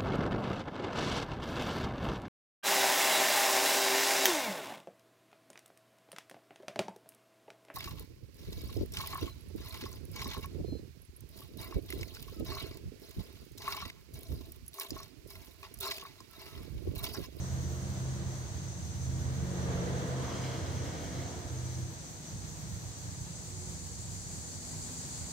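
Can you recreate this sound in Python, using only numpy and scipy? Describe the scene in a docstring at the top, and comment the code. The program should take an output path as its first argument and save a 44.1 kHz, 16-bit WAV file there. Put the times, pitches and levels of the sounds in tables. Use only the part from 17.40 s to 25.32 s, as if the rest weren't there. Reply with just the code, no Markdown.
"""A slow, uneven engine throbs outside an open shed, over a low outdoor rumble that booms inside.
The vehicle drives past: its tyres roar and set the wall drumming, then hiss as it crosses the doorway.
Motor hums come and go. Cicadas buzz by clicking their tymbals (small, drum-like plates): a far chorus
sings steadily while a nearer one swells. A soft summer breeze blows throughout."""
import sys
import numpy as np
from scipy import signal
from scipy.fft import rfft, irfft, next_fast_len
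from scipy.io import wavfile
from scipy.ndimage import map_coordinates

SR = 44100
rng = np.random.default_rng(int(sys.argv[2]) if len(sys.argv) > 2 else 0)


def output_pcm(signal):
    """Save a mono or channel-first signal as 16-bit PCM at the path in sys.argv[1].

    Samples are clipped to [-1, 1] before scaling.
    """
    pcm = np.clip(np.atleast_2d(signal).T, -1, 1) * 32767
    wavfile.write(sys.argv[1], SR, np.round(pcm).astype(np.int16))


N = 349272


# how fast the engine fires: time_s, firing_hz
ENGINE_SPEED = [(0, 130.7), (1.0, 128.2), (1.9, 129.5), (2.8, 129.2), (3.5, 127.4), (4.2, 124.5),
                (5.4, 123), (7.9, 122.3)]
# the exhaust's firing tone: time_s, level_db
EXHAUST_LEVEL = [(0.0, -36.5), (.45, -42), (0.66, -35.5), (.95, -38.5), (1.1, -46), (1.48, -49),
                 (1.65, -39), (1.88, -35.5), (2.4, -41), (2.8, -37.5), (2.9, -53), (3.04, -37.5),
                 (3.24, -50), (3.39, -36.5), (3.55, -53), (3.7, -52), (3.8, -40), (3.98, -55.5),
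                 (4.16, -39), (4.42, -40), (4.6, -55), (4.85, -61), (5.45, -44.5), (5.62, -56), (7.92, -59)]
# two lower exhaust tones: time_s, five_beat_db, six_beat_db
THROB_LEVEL = [(0, -38, -45), (.35, -39.5, -48), (.75, -47, -53), (1.0, -44, -44), (1.35, -48, -50),
               (1.8, -37.5, -41), (2.1, -45, -52), (2.45, -42.5, -47), (2.6, -45, -49), (3.12, -54, -50),
               (3.26, -39, -39), (3.42, -44, -42.5), (3.6, -52, -51), (3.82, -51, -42.5), (4.0, -52, -52),
               (4.35, -44, -41.5), (4.7, -65, -60), (7.92, -77, -73)]
# the tones in the drone: beats_per_cycle, level_db
DRONE_TONES = [(10, -6), (11, -16), (12, -12.5), (13, -16.5), (15, -15), (16, -11), (17, -16.5),
               (18, -19.5), (20, -17.5), (21, -14.5), (22, -17.5), (23, -17)]
# the drive past, also used by tyres(): time_s, drone_db, roar_db, hiss_db
DRIVE_BY = [(0, -52, -53, -85), (.85, -50.5, -52, -78), (1.1, -61, -54, -82), (1.5, -60, -60, -82),
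            (1.8, -45.5, -52, -76), (2.12, -45, -46.5, -69), (2.33, -44, -42.5, -59),
            (2.7, -44.5, -43, -62), (2.9, -41.5, -43.5, -51), (3.1, -49, -43.5, -52), (3.4, -47, -46, -53),
            (3.85, -45.5, -47.5, -54), (4.1, -59, -51, -64), (4.4, -50, -57, -63), (4.7, -58, -60.5, -92),
            (7.9, -71, -83, -100)]
def engine():
    """Eight unequal firings a cycle give a firing tone, a throb below it and a drone above."""
    cylinders = 8
    firing_hz, = curves(ENGINE_SPEED)
    firing_db, = curves(EXHAUST_LEVEL)
    drone_db, _, _ = curves(DRIVE_BY)
    cycle = 2 * np.pi * np.cumsum(firing_hz) / SR / cylinders
    firing = engine_tone(cylinders * cycle, firing_db - 0.6, fade_db=1.6, blur_rad=0.24, rate_hz=15)
    throb = sum(engine_tone(beats * cycle, db - 0.6, fade_db=0.1, blur_rad=0.17, rate_hz=6)
                for beats, db in zip((5, 6), curves(THROB_LEVEL)))
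    drone = sum(engine_tone(beats * cycle, db, fade_db=2.5, blur_rad=0.45, rate_hz=4)
                for beats, db in DRONE_TONES)
    return firing + throb + amp(drone_db - 3) * unit(drone)


def engine_tone(phase, db, fade_db, blur_rad, rate_hz):
    """One tone fades and shifts as its echo paths change with the vehicle's motion."""
    level = np.sqrt(2) * amp(db + fade_db * wobble(rate_hz))
    return level * np.sin(phase + blur_rad * wobble(rate_hz) + rng.uniform(0, 2 * np.pi))


# the colours of the tyres' roar and hiss: pitch_hz, level_db
ROAR_COLOUR = [(25, -45), (110, -15), (190, -7), (260, -8), (320, -7), (385, -12), (490, -7.5), (590, -11),
               (680, -11), (760, -14.5), (1150, -17.5), (1650, -20), (1900, -21), (2500, -29.5),
               (3300, -26.5), (4400, -30.5), (7000, -53)]
HISS_COLOUR = [(700, -34), (1500, -5), (2200, 1), (2600, -18), (3500, -9), (4150, -4.5), (4600, -11),
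               (5400, -3.5), (8000, -24), (12000, -29)]
# hollow notes in the hiss: pitch_hz, width_hz, level_db
HOLLOW_PEAKS = [(2200, 280, -2.5), (2970, 210, -0.5), (3260, 94, 4.5), (4140, 200, -1.5), (5020, 140, 0.5)]
def tyres():
    """The roar bends round the wall; the hollow hiss comes straight in through the doorway."""
    _, roar_db, hiss_db = curves(DRIVE_BY)
    roar_level = amp(roar_db + 1.5 + 0.49 * wobble(18))
    roar = shed_echo(noise(ROAR_COLOUR, LIKENESS), decay_s=0.22, echo_db=-8.5)
    doorway = swell(peak_s=3.03, half_s=0.21)
    hollow = amp(-5.5 + 6 * doorway) * ringing_noise(HOLLOW_PEAKS)
    hiss_level = amp(hiss_db - 1 + 1.2 * wobble(40))
    hiss = hollow + amp(-3.5) * noise(HISS_COLOUR, DIRECT_LIKENESS)
    return roar_level * roar + hiss_level * hiss


# how hard the wall drums: time_s, level_db
WALL_LEVEL = [(0, -63), (2.1, -71), (2.5, -55), (2.9, -51.5), (3.5, -59), (3.95, -52.5), (4.25, -70),
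              (7.9, -95)]
# the wall's note: pitch_hz, width_hz, level_db
WALL_PEAK = [(683, 52, 0)]
def wall_drumming():
    """The tyres' roar sets the shed wall ringing."""
    level_db, = curves(WALL_LEVEL)
    return amp(level_db) * ringing_noise(WALL_PEAK)


# the whoosh's rise and fall: time_s, level_db
WHOOSH_LEVEL = [(0, -68), (0.9, -65), (1.3, -80), (2.1, -75), (2.3, -58), (2.5, -74), (2.74, -64),
                (2.82, -51), (2.96, -50), (3.05, -58), (3.2, -59), (4, -92)]
# its notes: pitch_hz, width_hz, level_db
WHOOSH_PEAKS = [(926, 170, -1), (1130, 240, 0.5)]
def whoosh():
    """A whoosh comes through the doorway as the vehicle clears the wall."""
    level_db, = curves(WHOOSH_LEVEL)
    return amp(level_db) * ringing_noise(WHOOSH_PEAKS)


# one hum a row: peak_s, half_length_s, pitch_hz, level_db, blur_rad
MOTOR_HUMS = [(0.62, 0.4, 197.5, -47.5, 0.39), (0.83, 0.29, 344.6, -53.5, .2), (0.44, 0.35, 359, -54.5, .3),
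              (2.35, 0.33, 177.8, -36.5, 0.23), (2.45, 0.35, 258, -51.5, 0.37),
              (2.43, 0.23, 403.7, -49, .2), (2.61, 0.3, 500, -44.5, .45), (3.5, 0.54, 496, -56.5, .55),
              (0.33, 0.6, 502, -61.5, .6), (2.49, 0.33, 464, -52, 0.63), (2.53, 0.28, 435, -55, 0.54),
              (2.3, 0.37, 549, -53.5, .45), (3.76, 0.41, 283, -51.5, .4), (4.28, 0.23, 334, -54.5, 0.4),
              (6.2, 0.27, 365.7, -56.5, .8), (6.4, 1.8, 484, -66.5, 1.5), (7.4, 0.66, 247.7, -54, .8),
              (5.17, 0.91, 150.7, -49, 0.68), (7.37, 0.57, 150.9, -52.5, 0.7)]
def motor_hums():
    """Unsteady tones from motors outside swell and fade."""
    t = np.arange(N) / SR
    total = np.zeros(N)
    for peak_s, half_s, hz, db, blur_rad in MOTOR_HUMS:
        level = amp(db + 1.5 * wobble(11)) * swell(peak_s, half_s)
        total += level * np.sin(2 * np.pi * hz * t + blur_rad * wobble(10))
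    return total


# the colours of the two choruses: pitch_hz, level_db
FAR_SONG = [(3500, -34), (4200, -12.5), (5400, -8.5), (5660, -5), (5800, -1), (6150, 0.5), (6480, 1.5),
            (6850, -4.5), (7700, -5), (8600, -10.5), (9500, -12.5), (10500, -20), (12000, -40)]
NEAR_SONG = [(3000, -40), (3950, -18), (4250, -7.5), (4900, -7), (5250, -12), (5550, -14), (5800, -8),
             (6500, -3), (7050, 2), (7600, -0.5), (8100, -3), (8650, -11), (9400, -10.5), (10300, -18),
             (11500, -25.5), (15000, -27)]
# the ringing bodies of two far cicadas: pitch_hz, width_hz, level_db
CICADA_BODIES = [(5910, 180, -62), (6380, 280, -60)]
def cicadas():
    """A far chorus holds steady, two shimmering singers slowly tire, and a nearer chorus grows."""
    t = np.arange(N) / SR
    tiring_db_per_s, growth_mid_s, growth_time_s = 0.6, 5.61, 2.42
    singers = sum(amp(db + 3.5 * wobble(16)) * narrow_noise(hz, width) for hz, width, db in CICADA_BODIES)
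    far = chorus(FAR_SONG, click_hz=188, depth=0.22, flutter_db=1.4, count=3)
    far = amp(-53) * shed_echo(far, decay_s=0.17, echo_db=-11.5)
    growth = (1 + np.tanh((t - growth_mid_s) / growth_time_s)) / 2
    near = chorus(NEAR_SONG, click_hz=236.5, depth=0.32, flutter_db=1.3, count=3)
    near = amp(-62.5 + 20.5 * growth) * shed_echo(near, decay_s=0.17, echo_db=-11)
    return far + amp(-tiring_db_per_s * t) * singers + near


def chorus(song, click_hz, depth, flutter_db, count):
    """Each cicada clicks at its own wavering rate; distance blurs the clicks into a buzz."""
    total = np.zeros((2, N))
    for detune, start in rng.uniform(-0.76, 1, (count, 2)):
        rate_hz = click_hz * (1 + 0.3 * detune + 0.0188 * wobble(3))
        phase = 2 * np.pi * np.cumsum(rate_hz) / SR
        buzz = 1 + depth * np.sin(phase + np.pi * start)
        total += amp(flutter_db * wobble(22)) * buzz * noise(song, LIKENESS)
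    return unit(total)


# the rumble, easing as the vehicle leaves: time_s, level_db
RUMBLE_LEVEL = [(0, -42), (1.1, -42), (1.45, -44), (1.8, -41), (2.45, -42), (3.1, -45), (3.8, -47),
                (4.4, -46.5), (4.62, -46.5), (4.85, -52.5), (4.94, -41.5), (5.08, -46.5), (5.3, -44.5),
                (6.48, -46.5), (6.63, -44), (7.1, -45.5), (7.4, -46), (7.92, -46)]
# its colour: pitch_hz, level_db
RUMBLE_COLOUR = [(20, -42), (32, -21), (45, -14.5), (58, -2.5), (68, -4), (77, -1.5), (85, -0.5), (96, 2),
                 (111, -5), (125, -1), (139, -7), (155, -1.5), (182, -2.5), (205, -13), (270, -22.5),
                 (350, -21), (480, -55)]
def rumble():
    """Low outdoor noise booms and heaves in the shed."""
    level_db, = curves(RUMBLE_LEVEL)
    return amp(level_db + 1.36 * wobble(12)) * noise(RUMBLE_COLOUR, LIKENESS)


# the colour of the breeze: pitch_hz, level_db
BREEZE_COLOUR = [(25, -32), (100, -6.5), (250, 0), (500, -6.5), (900, -7), (1300, -11), (2000, -13),
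                 (2300, -14), (2800, -16), (3300, -13.5), (4200, -11), (5300, -15.5), (8000, -38),
                 (11300, -28.5), (13300, -35), (15700, -25.5)]
def breeze():
    """Air rushes softly, with one small gust near the end."""
    gust_db = 2.5 * swell(peak_s=7.62, half_s=0.36)
    return amp(-52.5 + gust_db + 0.69 * wobble(20)) * noise(BREEZE_COLOUR, LIKENESS)


# the faint high hiss: time_s, level_db
HIGH_HISS_LEVEL = [(0, -66), (.25, -65.5), (.55, -69), (2.5, -70.5), (2.85, -68), (3.55, -70),
                   (3.65, -64.5), (3.8, -69), (4.95, -68.5), (5.4, -65), (5.9, -70), (6.6, -67), (7.4, -67),
                   (7.7, -66), (7.92, -67)]
def high_hiss():
    """A thin, very high hiss flickers."""
    level_db, = curves(HIGH_HISS_LEVEL)
    colour = [(9000, -29), (12000, -7), (13300, -3.5), (15700, -11), (17000, -40)]
    return amp(level_db + 2 * wobble(28)) * noise(colour, LIKENESS)


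def shed_echo(x, decay_s, echo_db):
    """Short echoes off the boards add narrow peaks to the sound."""
    t = np.arange(SR // 4) / SR
    tail = rng.standard_normal((2, len(t))) * amp(-60 * t / decay_s)
    echoes = signal.fftconvolve(x, tail / np.linalg.norm(tail[0]), axes=1)[:, :N]
    return unit(x + amp(echo_db) * echoes)


# how alike left and right are, for most noise and for direct noise: pitch_hz, likeness
LIKENESS = [(30, 1), (70, 1.5), (130, 0.7), (300, 0.9), (550, 0.77), (900, 0.14), (1300, -0.35), (1900, 0),
            (6000, 0.02), (15000, 0)]
DIRECT_LIKENESS = [(700, 0.59), (2200, 0.95), (5000, 0.57), (8000, .2)]
def noise(colour, likeness):
    """Stereo noise of a given colour; a likeness of 1 or more makes both sides the same."""
    def response(hz):
        spread = np.arccos(np.clip(along(likeness, hz), -1, 1)) / 2
        return amp(along(colour, hz)) * [np.cos(spread), np.sin(spread)]
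    mid, side = filtered(rng.standard_normal((2, N)), response)
    return unit(np.array([mid + side, mid - side]))


def ringing_noise(peaks):
    """Stereo noise that rings at the given peaks."""
    def response(f):
        return sum((-1) ** k * amp(db) * 1j * f * width / (hz * hz - f * f + 1j * f * width)
                   for k, (hz, width, db) in enumerate(peaks))
    white = noise([(1000, 0)], DIRECT_LIKENESS)
    return unit(filtered(white, response))


def narrow_noise(hz, width):
    """Stereo noise in one bell-shaped band."""
    return unit(filtered(rng.standard_normal((2, N)), lambda f: np.exp(-((f - hz) / width) ** 2)))


def filtered(x, response):
    """Scale each frequency in x by response(hz)."""
    size = next_fast_len(N + SR // 2)
    return irfft(rfft(x, size) * response(np.fft.rfftfreq(size, 1 / SR)), size)[..., :N]


def swell(peak_s, half_s):
    """A bell-shaped rise and fall."""
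    return np.exp(-((np.arange(N) / SR - peak_s) / half_s) ** 2)


def wobble(rate_hz):
    """A smooth curve through rate_hz random points a second."""
    points = rng.standard_normal(int(N * rate_hz / SR) + 4)
    return map_coordinates(points, [np.arange(N) * rate_hz / SR])


def curves(rows):
    """One value per sample for each column after the time."""
    times, *columns = np.transpose(rows)
    return [np.interp(np.arange(N) / SR, times, column) for column in columns]


def along(points, hz):
    """Read (pitch_hz, value) points on a log pitch scale."""
    pitches, values = np.transpose(points)
    return np.interp(np.log(hz + 1), np.log(pitches + 1), values)


def amp(db):
    """Turn decibels into a gain."""
    return 10 ** (np.asarray(db) / 20)


def unit(x):
    """Scale to an average power of 1."""
    return x / np.sqrt(np.mean(x ** 2) + 1e-20)


def scene():
    """The vehicle is ahead; the open side of the shed lies a little to the right."""
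    lean_left, lean_right = amp([[0.5], [-0.5]]), amp([[-0.8], [0.8]])
    motors = engine() + motor_hums()
    road = tyres() + wall_drumming() + whoosh()
    outdoors = rumble() + high_hiss() + breeze()
    return motors + lean_left * road + lean_right * outdoors + cicadas()


# how much louder the left side is: pitch_hz, left_minus_right_db
LEFT_BOOST = [(60, -7), (92, -4), (140, 0.5), (330, 0.7), (770, -1.5), (1250, -1.5), (1900, -4),
              (2700, 0.5), (3400, -2), (4200, -2), (5200, 3), (5900, 5.5), (6500, -1.5), (7800, 4.5),
              (9800, 3), (10600, 9), (12000, 1), (15000, 3)]
# how far ahead the left side is: pitch_hz, lead_rad
LEFT_LEAD = [(25, 0.97), (80, 0.91), (130, 0.59), (250, 0.44), (450, 0.67), (900, 0.6), (1400, 0.029),
             (2200, 0.02)]
def record(dry):
    """The microphone's two openings each have their own colour and phase; the very top is cut off."""
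    top_hz = 15750
    sides = np.array([[0.5], [-0.5]])
    def response(hz):
        gain = amp(sides * along(LEFT_BOOST, hz))
        return gain * np.exp(1j * sides * along(LEFT_LEAD, hz)) * (hz < top_hz)
    return filtered(dry, response)


dry = scene()
out = record(dry)
output_pcm(out)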